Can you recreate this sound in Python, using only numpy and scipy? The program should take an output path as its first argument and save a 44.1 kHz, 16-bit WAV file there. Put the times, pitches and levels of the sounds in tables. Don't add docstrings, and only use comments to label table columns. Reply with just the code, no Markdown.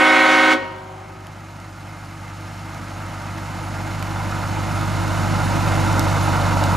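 import sys
import numpy as np
from scipy import signal
from scipy.fft import rfft, irfft, next_fast_len
from scipy.io import wavfile
from scipy.ndimage import uniform_filter1d

SR = 44100
rng = np.random.default_rng(int(sys.argv[2]) if len(sys.argv) > 2 else 0)


def to_wav(sig):
    pcm = np.clip(np.atleast_2d(sig), -1, 1) * 32767
    pcm = np.round(pcm).astype(np.int16)
    wavfile.write(sys.argv[1], SR, pcm.T)


def volts_from_decibels(level):
    exponent = np.asarray(level, float) / 20
    return 10 ** exponent


N = 298116

# pitch_hz, lead_rad
LEAD = [(50, -.35), (99, -.28), (150, -.6), (300, -.8), (450, -.55), (900, -.75), (1200, -.47),
        (1870, -.07), (2200, -.26), (3400, -.05), (6000, 0.0), (7800, .4), (9000, -.07), (11800, 0.0)]


def evened(x):
    return x / np.sqrt(np.mean(x ** 2) + 1e-20)


def read(points, hz):
    f, value = np.transpose(points)
    return np.interp(np.log(hz + 1), np.log(f + 1), value)


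def track(rows, t):
    s, *columns = np.transpose(rows)
    return [np.interp(t, s, c) for c in columns]


def drift(hz, size=N):
    lowpass = signal.butter(2, min(hz, 300), fs=SR / 64, output="sos")
    slow = signal.sosfilt(lowpass, rng.standard_normal(size // 64 + 700))[698:]
    return np.interp(np.arange(size) / 64, np.arange(len(slow)), evened(slow))


def noise(far, near, patchy_db, size, ringing=()):
    # pitch_hz, likeness (1 = identical)
    likeness = [(60, 1), (300, 1), (400, 0.86), (550, 0.9), (950, 0.95), (1900, 0.96), (2200, 0.93),
                (4500, 0.98), (7000, 0.96), (8000, 0.75), (9500, 0.91), (11800, 0.99)]
    hop = size // 4
    frames, hz = N // hop + 5, np.fft.rfftfreq(size, 1 / SR)
    a, b, c, d, patches = rng.standard_normal((frames, len(hz), 5)).T
    patches = uniform_filter1d(patches, size=size // 128, axis=0)
    patches = evened(uniform_filter1d(patches, size=3000 // hop + 2, axis=1))
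    same = np.clip(read(likeness, hz), -1, 1)[:, None]
    left, other = a + 1j * b, c + 1j * d
    z = np.array([left, same * left + np.sqrt(1 - same ** 2) * other])

    far_colour, near_colour = [volts_from_decibels(read(p, hz)) / np.linalg.norm(volts_from_decibels(read(p, hz))) for p in (far, near)]
    nearness = np.clip((np.arange(frames) * hop / SR - 2.2) / 4.64, 0, 1)
    z *= far_colour[:, None] ** (1 - nearness) * near_colour[:, None] ** nearness
    z *= volts_from_decibels(patchy_db * patches)
    ring_db = sum(db / (1 + (2 * (hz - f) / width) ** 2) for f, width, db in ringing) + 0 * hz
    z *= volts_from_decibels(ring_db)[:, None]
    return evened(signal.istft(z, nperseg=size, noverlap=size - hop)[1][:, :N])


def engine():
    # order, level_db
    exhaust = [(4, -28), (6, -9), (9, -26), (10, -19), (11, -14), (12, 0), (13, -18), (14, -20), (15, -25),
               (16, -21), (17, -29), (18, -8), (19, -14), (20, -23), (21, -11), (22, -19), (23, -17),
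               (24, -27), (25, -29), (27, -23), (28, -18), (29, -21), (30, -24), (32, -27), (33, -27),
               (34, -18), (35, -28), (36, -29), (37, -27), (38, -20), (39, -20), (42, -30), (60, -27)]
    # order, level_db
    fan = [(39.5, -12.5), (59.25, -29)]
    # time_s, twelfth_order_hz, note_db, roar_db
    speed = [(0, 99.5, -17.5, -22.5), (.65, 99.5, -20, -25), (1.05, 99.5, -21, -22),
             (1.65, 99.07, -21.5, -23), (2.55, 99.09, -22, -23), (3.45, 98.77, -22, -23),
             (4.05, 99.2, -21.5, -23), (4.65, 99.33, -21, -23), (5.55, 99.76, -21.5, -23),
             (5.9, 99.23, -21, -23), (6.2, 98.4, -22.5, -23.2), (6.62, 97.35, -21.8, -22),
             (6.76, 98.0, -21, -22)]
    # time_s, factor on the left-right lead
    bearing = [(0, 1.2), (.85, 0.11), (3, 0.52), (5.3, 1.8), (6.76, 1.6)]
    # pitch_hz, density_db_per_hz
    rumble_colour = [(20, -45), (32, -26), (60, -39), (95, -13.5), (150, -11.5), (240, -13), (300, -15.5),
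                     (340, -19), (400, -32.5), (520, -59)]
    # pitch_hz, density_db_per_hz
    roar_far = [(200, -52), (340, -13.5), (350, -12), (398, -14.5), (471, -13), (515, -8.5), (672, -2.5),
                (756, -2.5), (904, -1), (1090, -8.5), (1240, -0.5), (1820, -10.5), (2110, -10), (2290, -12),
                (3600, -22.5), (4680, -57), (7920, -120)]
    roar_near = [(200, -35), (340, -5), (357, -24), (398, -17.5), (552, -3.5), (779, -2.5), (959, 1),
                 (1130, -8.5), (1380, -2), (1680, -14), (2130, -15.5), (2330, -17.5), (2950, -20.5),
                 (3200, -27.5), (3600, -19.5), (4680, -43), (7920, -120)]
    # pitch_hz, density_db_per_hz
    hiss_colour = [(2000, -47), (3000, 1), (3220, -13), (3700, -3), (4280, -1), (4650, -4), (5610, -2.5),
                   (5890, -7.5), (6360, -2.5), (7010, -7.5), (7990, -9), (11000, -13), (12300, -21),
                   (13200, -24), (14300, -23), (16000, -32)]
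    # pitch_hz, width_hz, lift_db
    casing = [(2105, 23, 8), (2560, 56, 4.5), (2760, 39, 3), (5900, 140, -0.5), (7050, 190, 6),
              (11860, 290, 11.5)]

    t = np.arange(N) / SR
    hz, note_db, roar_db = track(speed, t)
    hiss_db = -33 - 0.51 * t
    cycle = 2 * np.pi * np.cumsum(hz / 12) / SR
    aside = (track(bearing, t)[0] - 1) / 2 * np.array([[1], [-1]])

    note = np.zeros((2, N))
    orders = exhaust + fan
    for (k, db), chance in zip(orders, rng.random(len(orders))):
        phase = .52 * (k / 6) ** 2 if k % 6 == 0 else 2 * np.pi * chance
        if k in (11, 13):
            phase = .52 * 4 + np.pi / 2
        waver_db = (.02 * k + .4) * drift(5.0)
        lead = aside * read(LEAD, k * hz[0] / 12)
        note += volts_from_decibels(db + waver_db) * np.sqrt(2) * np.cos(k * cycle + phase + lead)

    firing = np.cos(6 * cycle)
    crank = np.cos(2 * cycle) + np.cos(3 * cycle)
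    roar_db = roar_db + 0.16 * firing + 0.1 * crank + 0.73 * drift(30.0)
    hiss_db = hiss_db + 0.54 * firing + .5 * crank + 0.39 * drift(62.6)
    rumble = volts_from_decibels(note_db - 8.5) * noise(rumble_colour, rumble_colour, 1.5, 4096, casing)
    roar = volts_from_decibels(roar_db) * noise(roar_far, roar_near, 0.58, 1024, casing)
    hiss = volts_from_decibels(hiss_db) * noise(hiss_colour, hiss_colour, 0.45, 512, casing)
    return (volts_from_decibels(note_db) * note + rumble + roar + hiss) * volts_from_decibels(-0.8 * aside)


def horn():
    trumpet_hz = [258.4, 313.85, 374.55, 538.0]
    # multiple, level_db
    trumpet_overtones = [
        [(1, -29.5), (2, -35.5), (3, -28.5), (4, -30.5), (5, -26.5), (6, -31), (7, -31.5), (8, -30), (9, -45),
         (10, -42), (11, -37), (12, -53), (13, -55), (14, -45), (15, -42), (16, -44), (17, -50), (18, -61),
         (19, -53), (20, -64)],
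        [(1, -23.5), (2, -31.5), (3, -25.5), (4, -24.5), (5, -27.5), (6, -42), (7, -21.5), (8, -35), (9, -43),
         (10, -42), (11, -38), (12, -41), (13, -46), (14, -47), (15, -56), (16, -58), (17, -63), (18, -57),
         (19, -65), (20, -61), (21, -63), (22, -55)],
        [(1, -32), (2, -28), (3, -34), (4, -24), (5, -22.5), (6, -40), (7, -52), (8, -33), (9, -37),
         (10, -40.5), (11, -51), (12, -61), (13, -53), (14, -65), (15, -54), (16, -65), (17, -53), (18, -56),
         (19, -59), (20, -53)],
        [(1, -24), (2, -32), (3, -40), (4, -30), (5, -43), (6, -40), (7, -62), (8, -51), (9, -60), (10, -68),
         (11, -67), (12, -54), (13, -63)],
    ]
    # pitch_hz, level_db
    sum_tones = [(700, -39), (840, -37), (1150, -43), (1460, -35), (1780, -38), (2100, -37), (2450, -44),
                 (2730, -42), (3400, -50)]
    # pitch_hz, density_db_per_hz
    air_colour = [(120, -32), (200, -12.5), (310, -10), (454, -14), (534, -4), (677, -10), (755, -8),
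                  (1540, -3), (1710, -11.5), (2210, 1.5), (2380, -6), (10000, -29.5), (15500, -46)]
    difference_db = -4

    t = np.arange(-SR, SR) / SR
    blow_db = blowing(t)
    slack = np.clip(1 - 4.1 * (t - 0.6), .5, 1)
    turns = []
    for hz in trumpet_hz:
        wavering_hz = hz * slack * (1 + 0.00036 * drift(16.0, size=len(t)))
        turns.append(2 * np.pi * (np.cumsum(wavering_hz) / SR + rng.random()))

    chord = np.zeros(len(t))
    ring_db = blowing(t - .03) - blow_db
    for turn, overtones in zip(turns, trumpet_overtones):
        for k, db in overtones:
            level_db = db + ring_db * (k == 1) + 1.03 * drift(10.6, size=len(t))
            chord += volts_from_decibels(level_db) * np.cos(k * turn + .3 * k * k)
    shakes = ((2 * turns[0], 2 * trumpet_hz[0]), (turns[3], trumpet_hz[3]))
    for k in range(1, 10):
        second_hz = k * trumpet_hz[1]
        for shake, hz in shakes:
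            chord += volts_from_decibels(read(sum_tones, second_hz + hz)) * np.cos(k * turns[1] + shake)
            if k > 3:
                level_db = read(sum_tones, second_hz - hz) + difference_db
                chord += volts_from_decibels(level_db) * np.cos(k * turns[1] - shake + k)
    chord *= np.sqrt(2) * volts_from_decibels(blow_db)

    now = np.arange(N) / SR
    rasp_db = 5.0 * np.exp(-((now - .53) / .02) ** 2)
    air = volts_from_decibels(-21.5 + blowing(now) + rasp_db) * noise(air_colour, air_colour, 2.0, 1024)
    long_air = np.concatenate([air[0, SR // 2::-1], air[0, 1:SR // 2], air[0, :SR]])
    out = np.zeros((2, N + SR))
    out[:, :len(t)] += chord
    echoes = trees(volts_from_decibels(-1.5) * chord + volts_from_decibels(3.0) * long_air)
    out[:, :echoes.shape[1]] += echoes
    return out[:, SR:] + air


def blowing(t):
    shut_s, knee_s = 0.53, 0.0071
    sag_db = 6 * np.clip(t, 0, shut_s)
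    release_db = 490.0 * knee_s * np.logaddexp(0, (t - shut_s) / knee_s)
    return 33 - sag_db - release_db


def trees(x):
    # pitch_hz, t60_s
    far_t60 = [(250, 0.87), (320, 0.69), (375, 4.44), (450, 0.78), (540, 2.35), (630, 2.7), (1000, 2.1),
               (2000, 1.06), (4000, 1.08), (9000, 0.41)]
    near_t60_s, near_db, far_db = 0.23, -19, -25.5
    taps = np.zeros((2, 2 * SR))
    at = np.arange(900, 2 * SR - 20, 20) + rng.integers(0, 20, (2, (2 * SR - 901) // 20))
    np.put_along_axis(taps, at, rng.choice([-1., 1.], at.shape), 1)
    taps[1] = 0.54 * taps[0] + 0.5 * taps[1]

    hz, t, z = signal.stft(taps, SR, nperseg=2048)
    fade = volts_from_decibels(-60 * t / np.maximum(read(far_t60, hz), .05)[:, None])
    far = signal.istft(z * fade, SR, nperseg=2048)[1][:, :2 * SR]
    near = taps * volts_from_decibels(-np.arange(2 * SR) / SR * 60 / near_t60_s)
    near = signal.sosfilt(signal.butter(1, 1800, fs=SR, output="sos"), near)
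    tail = volts_from_decibels(far_db) * far / np.linalg.norm(far[0]) + volts_from_decibels(near_db) * near / np.linalg.norm(near[0])
    return signal.fftconvolve(x[None], tail, axes=1)


def ticks():
    # start_s, peak_db, left_over_right_db, low_edge_hz
    placed = [(1.269, -7, 2, 1820), (1.6013, -14, -2.0, 1800), (2.2807, -16, -4, 1800),
              (2.7465, -14.5, -0.5, 1800), (2.8838, -18, -1.5, 1800), (3.8764, -21, -1.0, 1800),
              (4.0261, -10.5, -6, 1800), (4.8124, -16, 0.0, 1800), (5.9294, -23, -1.0, 1800),
              (5.9945, -12, -6, 3600), (6.0284, -23, -0.5, 1800), (6.639, -14, 2, 1800)]
    size = volts_from_decibels(-32.0 + 4.0 * np.minimum(rng.exponential(1, N), 4))
    struck = rng.random(N) < 12.0 / SR
    scatter = signal.oaconvolve(size * struck, snap(1800.0))[:N]
    out = np.array([scatter, scatter])
    for s, db, pan_db, low_hz in placed:
        sides = volts_from_decibels(np.array([[db + pan_db / 2], [db - pan_db / 2]]))
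        out[:, round(s * SR):][:, :300] += sides * snap(low_hz)
    return out


def snap(low_hz):
    t = np.arange(300) / SR
    band = signal.butter(1, [low_hz, 2.8 * low_hz], "bandpass", fs=SR, output="sos")
    rattle = 0.34 * rng.standard_normal(len(t)) * np.exp(-t / 0.0013)
    crack = signal.sosfilt(band, (t == 0) + rattle)
    return crack / abs(crack).max()


def squeaks():
    # start_s, level_db, pitch_hz
    chirps = [(2.0502, -39.5, 10700), (3.1158, -42, 11000), (3.635, -35, 10900), (4.7496, -38, 10400),
              (5.177, -40, 10500), (5.446, -38, 10200), (6.228, -35, 10200)]
    out = np.zeros(N)
    for s, db, hz in chirps:
        u = np.linspace(0, 1, round(0.034 * SR))
        turns = np.cumsum(hz * (1.005 - .012 * u + .03 * rng.standard_normal(len(u)))) / SR
        shape = np.minimum(u / 0.087, 1) * np.exp(-1.5 * u) * np.minimum((1 - u) / .1, 1)
        out[round(s * SR):][:len(u)] += volts_from_decibels(db) * shape * np.sin(2 * np.pi * turns)
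    return out


def scene():
    return engine() + horn() + ticks() + squeaks()


def held_excess(x, from_db, most_db, recovery_db_per_s):
    power_db = 10 * np.log10(abs(uniform_filter1d((x ** 2).mean(0), size=1800)) + 1e-12)
    fall = np.arange(N) * recovery_db_per_s / SR
    over_db = np.maximum.accumulate(np.minimum(power_db - from_db, most_db) + fall) - fall
    return uniform_filter1d(np.maximum(over_db, 0), size=400)


def roll_off(x):
    return signal.sosfilt(signal.butter(12, 16470, fs=SR, output="sos"), x)


def record(dry):
    # pitch_hz, left_over_right_db
    balance = [(50, 1.3), (99, -1.3), (170, -.7), (330, -1.6), (540, .3), (750, -.1), (1100, -1.8),
               (1500, -2.3), (2200, -1.7), (3400, -.6), (4500, -2.1), (6000, -.8), (7000, -2.4),
               (9000, 2.6), (10500, .3)]
    # pitch_hz, level_db
    treble_cutoff = [(20, 0), (14350, 0), (14700, -22), (15700, -30), (16000, -70)]
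    levelled = dry / volts_from_decibels(held_excess(dry, from_db=-12.5, most_db=23.5, recovery_db_per_s=4.5))
    limiting_db = .72 * held_excess(levelled, from_db=-15.5, most_db=40, recovery_db_per_s=90.)
    held = levelled / volts_from_decibels(limiting_db)
    size = next_fast_len(N + 4096)
    hz = np.fft.rfftfreq(size, 1 / SR)
    half = volts_from_decibels(read(balance, hz) / 2) * np.exp(.5j * read(LEAD, hz))
    ports = irfft(rfft(held, size) * [half, 1 / half] * volts_from_decibels(read(treble_cutoff, hz)), size)[:, :N]
    return roll_off(np.clip(ports, -1, 1))


dry = scene()
out = record(dry)
to_wav(out)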